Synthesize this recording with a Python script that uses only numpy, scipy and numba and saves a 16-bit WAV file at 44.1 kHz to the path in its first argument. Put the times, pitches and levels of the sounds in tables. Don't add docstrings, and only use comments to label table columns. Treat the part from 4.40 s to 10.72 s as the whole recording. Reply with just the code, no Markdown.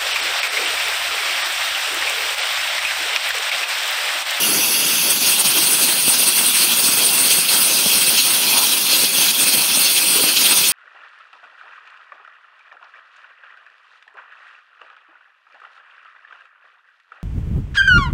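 import sys
import numpy as np
from scipy import signal
from scipy.fft import rfft, irfft
from scipy.io import wavfile
from scipy.ndimage import uniform_filter1d, map_coordinates
from numba import njit

SR = 44100
rng = np.random.default_rng(int(sys.argv[2]) if len(sys.argv) > 2 else 0)


def gain_from_db(level_db):
    decades = np.asarray(level_db, float) / 20
    return 10 ** decades


def transcribe(u):
    v = np.clip(np.atleast_2d(u).T, -1, 1)
    q = np.round(v * 32767).astype(np.int16)
    wavfile.write(sys.argv[1], SR, q)


N = 278712


@njit
def svf_loop(x, g, k):
    y, band, low = np.empty(len(x)), 0., 0.
    for i in range(len(x)):
        v = (band + g[i] * (x[i] - low)) / (1 + g[i] * (g[i] + k))
        band = 2 * v - band
        low = low + 2 * g[i] * v
        y[i] = k * v
    return y


def svf(x, hz, width):
    tuning = np.tan(np.pi * np.clip(hz, 10, .45 * SR) / SR) + np.zeros(N)
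    return svf_loop(x, tuning, width / np.mean(hz))


def unit(x):
    return x / np.sqrt(np.mean(x ** 2))


def resonance(hz, width):
    once = svf(rng.standard_normal(N), hz, width)
    return unit(svf(once, hz, width))


def steady(x, span_s=0.42):
    return x / np.sqrt(uniform_filter1d(x ** 2, int(span_s * SR)) + 1e-18)


def walk(rate):
    knots = rng.standard_normal(400)
    place = np.clip(np.arange(N) * rate / SR, 0, len(knots) - 1)
    return map_coordinates(knots, [place], order=2)


def bell(t, s, length):
    return np.exp(-(2 * (t - s) / length) ** 2)


def swells(events, t):
    return sum(db * bell(t, s, length) for s, db, length in events)


def strips(edges_hz, shape_db, own_db, rate):
    hz = np.fft.rfftfreq(N, 1 / SR) + 1e-9
    white = rfft(rng.standard_normal(N))
    out, last = 0, walk(rate)
    for k in range(len(edges_hz)):
        share = np.interp(hz, edges_hz, np.arange(len(edges_hz)) == k)
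        new = walk(rate)
        flicker = gain_from_db(own_db * (new + last) / np.sqrt(2))
        out = out + flicker * irfft(white * share * gain_from_db(shape_db(hz)), N)
        last = new
    return unit(out)


def ringing(modes, wet, drift, own_db, rate):
    out = 0
    for hz, width, dry_db, wet_db in modes:
        centre = hz * (1 + drift * walk(9.))
        level_db = dry_db + wet * (wet_db - dry_db) + own_db * walk(rate)
        out = out + gain_from_db(level_db) * resonance(centre, 1.19 * width)
    return unit(out)


def bed(low_hz, top_hz, tilt_db, count):
    edges = np.linspace(low_hz, top_hz, count + 2)

    def inside(hz):
        return np.interp(hz, edges[[0, 1, -2, -1]], [-60, 0, tilt_db, -60])

    return strips(edges, inside, own_db=2.5, rate=32.)


def kerf(wet):
    # (pitch [Hz], width [Hz], level dry [dB], level flooded [dB])
    slot_modes = [(2720, 320, 2, -12), (2631, 303, -8, 0), (3314, 400, 0.5, 1), (4154, 460, -2, 4.5),
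                  (4670, 580, -0.5, -0.5), (5260, 340, -21, -5.5), (6000, 320, 0, -7),
                  (6680, 340, -14, -7.5)]
    rings = ringing(slot_modes, wet, drift=0.021, own_db=2.5, rate=45.)
    return steady(rings + gain_from_db(-2) * bed(1765, 8130, -0.56, count=9))


def spray(wet):
    # (pitch [Hz], width [Hz], level dry [dB], level flooded [dB])
    mist_modes = [(10660, 670, 5.5, -2), (11320, 500, 2.5, -4.5), (12600, 820, -20, -2.5),
                  (14200, 2400, 3, -6), (15700, 4000, -5, 0.5)]
    rings = ringing(mist_modes, wet, drift=0.0042, own_db=0.5, rate=16.0)
    return steady(gain_from_db(-2.5) * rings + bed(9450, 17300, -3.5, count=11))


def tank():
    # (frequency [Hz], level per Hz [dB])
    churn = [(15, -65), (25, -41), (54, -39), (135, -8), (224, -2), (340, -2.5), (469, -6.5), (526, -4),
             (660, -7), (945, -3), (1190, -5.5), (1410, -2), (1830, -6), (2300, -2), (2990, -47),
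             (5060, -120)]
    points, levels = np.transpose(churn)

    def shape_db(hz):
        return np.interp(np.log(hz), np.log(points), levels)

    half_octaves = 25 * 2 ** np.arange(0, 7, .5)
    return strips(half_octaves, shape_db, own_db=1.8, rate=18.)


def whistle(wet):
    full_hz, dry_drop_hz = 9053, 190
    hz = (full_hz - dry_drop_hz * (1 - wet)) * (1 + 0.0059 * walk(7.8))
    narrow = resonance(hz * (1 + 0.009 * walk(25.)), 690.0)
    level_db = -16 + 14.8 * wet + 3.5 * walk(45.)
    breath = bed(7170, 10470, .5, count=5)
    return steady(gain_from_db(level_db) * narrow + gain_from_db(-1.0) * breath)


def plate_echo(x, wet):
    # (centre [Hz], width [Hz], depth dry [0-1], depth flooded [0-1])
    cancelled = [(1830, 160, 0, 0.1), (4045, 470, 0.9, 0.37), (7040, 500, .6, 0.48),
                 (7700, 660, 0.85, 0.26), (7330, 600, .1, 0.38), (9500, 400, 0.9, 0.16),
                 (10260, 250, 0.7, 0.2), (11630, 230, 0.7, 0.14), (12700, 550, .85, 0),
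                 (13800, 910, .5, .3)]
    for centre, width, dry_depth, flooded_depth in cancelled:
        depth = dry_depth + wet * (flooded_depth - dry_depth + 0.083 * walk(7.))
        moving_hz = centre * (1 + 0.0071 * walk(5.))
        x = x - np.clip(depth, 0, 1) * svf(x, moving_hz, width)
    return x


def gusts(t):
    # (time [s], rise [dB], length [s])
    air = [(0.115, 10, 0.076), (0.708, 17, 0.024), (0.913, 4, 0.1), (0.998, 7, 0.041), (1.327, 8, 0.037),
           (1.417, 7.5, 0.32), (1.696, 12.5, 0.054), (1.886, 12, 0.045), (1.976, 7, 0.074),
           (2.08, 10, 0.055), (2.205, 8, 0.11), (2.464, 7, 0.12), (2.584, 3, 0.045), (2.664, 5, 0.038),
           (2.893, 9.5, 0.37), (3.213, 7, 0.1), (3.597, 5, 0.05), (5.034, 3.5, 0.031), (5.168, 6, 0.041),
           (5.727, 4.5, 0.14), (6.106, 7, 0.039), (6.291, 12, 0.024)]
    return swells(air, t)


def gurgles(t):
    # (time [s], level [dB], length [s], pitch [Hz])
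    trapped = [
        (0.13, -30, 0.18, 324),
        (1.187, -32, 0.064, 330),
        (2.78, -34, 0.16, 950),
        (4.173, -28, 0.19, 935),
        (5.796, -29, 0.062, 410),
    ]
    return sum(gain_from_db(db) * bell(t, s, length) * resonance_once(hz) for s, db, length, hz in trapped)


def resonance_once(hz):
    return unit(svf(rng.standard_normal(N), hz, hz * 0.22))


def chokes(t):
    # (time [s], depth [dB], length [s])
    closing = [(0.599, 2, 0.043), (0.743, 2, 0.037), (0.793, 8.5, 0.046), (0.963, 10.5, 0.04),
               (1.033, 13.5, 0.031), (1.132, 6, 0.025), (1.267, 2.5, 0.05), (1.367, 8, 0.045),
               (1.566, 5.5, 0.14), (1.931, 6, 0.05), (2.12, 6, 0.064), (2.35, 4, 0.035),
               (2.534, 2.5, 0.041), (2.893, 8, 0.02), (3.048, 11, 0.078), (3.821, 4.5, 0.045),
               (4.041, 6, 0.1), (4.3, 0.5, 0.05), (4.44, 7, 0.12), (4.704, 10, 0.061), (4.869, 1.6, 0.045),
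               (4.949, 10, 0.059), (5.283, 9.5, 0.074), (5.537, 4, 0.039), (5.877, 7, 0.033),
               (5.951, 9.5, 0.071)]
    return swells(closing, t)


def surges(t):
    # (time [s], rise [dB], length [s])
    breaks = [(0.858, 4, 0.09), (1.063, 3.5, 0.036), (1.167, 2.5, 0.062), (2.22, 4, 0.05), (2.32, 4, 0.05),
              (2.913, 4.5, 0.077), (3.128, 3.5, 0.089), (3.517, 3.5, 0.13), (3.786, 6, 0.095),
              (4.146, 4, 0.21), (4.53, 7.5, 0.089), (4.644, 7, 0.024), (4.849, 4.4, 0.12),
              (5.054, 4, 0.068), (5.318, 4, 0.041), (5.468, 6.5, 0.05), (5.572, 4.5, 0.036),
              (5.767, 4, 0.057), (5.902, 3.0, 0.05), (5.971, 8, 0.018), (6.041, 4.5, 0.22),
              (6.256, 6, 0.04)]
    return swells(breaks, t)


def thumps():
    # (time [s], peak level [dB], pitch [Hz])
    pockets = [(1.168, -17, 355), (1.316, -30, 307), (1.487, -17, 320), (1.678, -11.5, 247),
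               (1.88, -21, 240), (2.009, -17.5, 246), (2.383, -22, 210), (2.432, -23, 234),
               (2.485, -16, 213), (2.571, -15, 293), (2.982, -16, 164), (3.459, -12, 188),
               (3.587, -16, 549), (4.53, -14, 549), (4.633, -14.5, 202), (4.751, -24, 266),
               (4.784, -13, 334), (4.83, -21, 293), (5.301, -20, 361), (5.371, -13, 205), (5.757, -15, 291),
               (5.836, -12, 240)]
    out, t = np.zeros(N + SR), np.arange(SR // 20) / SR
    for s, db, hz in pockets:
        swell = t * hz / 0.87 * np.exp(1 - t * hz / 0.63)
        splash = uniform_filter1d(rng.standard_normal(len(t)), SR // 2000)
        start = int(s * SR)
        out[start:start + len(t)] += gain_from_db(db - 6.0) * swell * (np.sin(2 * np.pi * hz * t) + 4.3 * splash)
    low_cut = signal.butter(3, 130, "high", fs=SR, output="sos")
    return signal.sosfilt(low_cut, out[:N])


def scene():
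    # (time [s], share of the cut under water [0-1])
    flooding = [
        (0, 0),
        (.66, 0.27),
        (.95, 0.9),
        (2.9, 0.8),
        (3.8, 0.96),
        (4.7, 0.82),
        (5.2, 1),
        (6.32, 0.98),
    ]
    # (level dry [dB], added when flooded [dB], share of a choke, share of a gust, share of a surge)
    layer_moves = [
        (-27.5, -0.74, -0.48, 0.16, 0.3),
        (-18.5, 0.85, -0.38, 0.011, 0.83),
        (-26.5, 8, -0.75, 0.62, .01),
        (-19, -0.14, -0.34, 0.13, 0.23),
    ]
    t = np.arange(N) / SR
    wet = np.clip(np.interp(t, *np.transpose(flooding)), 0, 1)
    moves = np.array([1 + 0 * t, wet, chokes(t), gusts(t), surges(t)])
    levels = gain_from_db(np.array(layer_moves) @ moves)
    x = np.sum(levels * [tank(), kerf(wet), whistle(wet), spray(wet)], axis=0)
    sputter_db = wet * (0.36 * walk(17.) + 1.1 * walk(55.))
    x = x * gain_from_db(sputter_db) + thumps() + gurgles(t)
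    x = plate_echo(x, wet)
    return np.array([x, x])


def holes(x):
    # (lowest [Hz], highest [Hz], strip width [Hz], rarity [spreads], pull of a dropout [spreads])
    weak_bands = [(6950, 7850, 150, .9, 1.6), (9400, 9600, 200, 1.8, 0), (10200, 10400, 200, 1.6, 0),
                  (11400, 12600, 200, 1.7, 0), (12600, 13800, 150, .75, 0), (13800, 15400, 200, 1.5, 0)]
    # (time [s], length [s])
    dropouts = [(.18, .08), (.35, .04), (.87, .06), (1.09, .09), (1.19, .07), (1.65, .04), (3.07, .07),
                (3.54, .06), (3.83, .06), (4.17, .11), (4.52, .07), (4.66, .06), (4.77, .1), (4.97, .04),
                (5.14, .11), (5.3, .08), (5.54, .05), (5.92, .09), (6.14, .06)]
    t, hz, spectrum = np.arange(N) / SR, np.fft.rfftfreq(N, 1 / SR), rfft(x)
    drop = sum(bell(t, s, length) for s, length in dropouts)
    for low, top, width, rarity, pull in weak_bands:
        for edge in np.arange(low, top, width):
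            gone = np.clip(3 * (walk(25.) + pull * drop - rarity), 0, 1)
            strip = (hz >= edge) & (hz < edge + width)
            x = x - gone * irfft(spectrum * strip, N)
    return x


def low_pass(x):
    return signal.sosfilt(signal.butter(12, 16860, fs=SR, output="sos"), x)


def record(dry):
    limit_db, limit_ratio, limit_s = -14.5, 1.38, 0.064
    low_hz, top_hz = 45, 15735
    loud = np.sqrt(uniform_filter1d(dry ** 2, int(limit_s * SR)) + 1e-9)
    x = dry * np.minimum(gain_from_db(limit_db) / loud, 1) ** (1 - 1 / limit_ratio)
    x = np.tanh(1.214 * x) / 1.18
    x = signal.sosfilt(signal.butter(2, low_hz, "high", fs=SR, output="sos"), x)
    x = holes(x[0]) + 0 * x
    x = signal.sosfilt(signal.ellip(16, .3, 75, top_hz, fs=SR, output="sos"), x)
    return low_pass(x)


dry = scene()
out = record(dry)
transcribe(out)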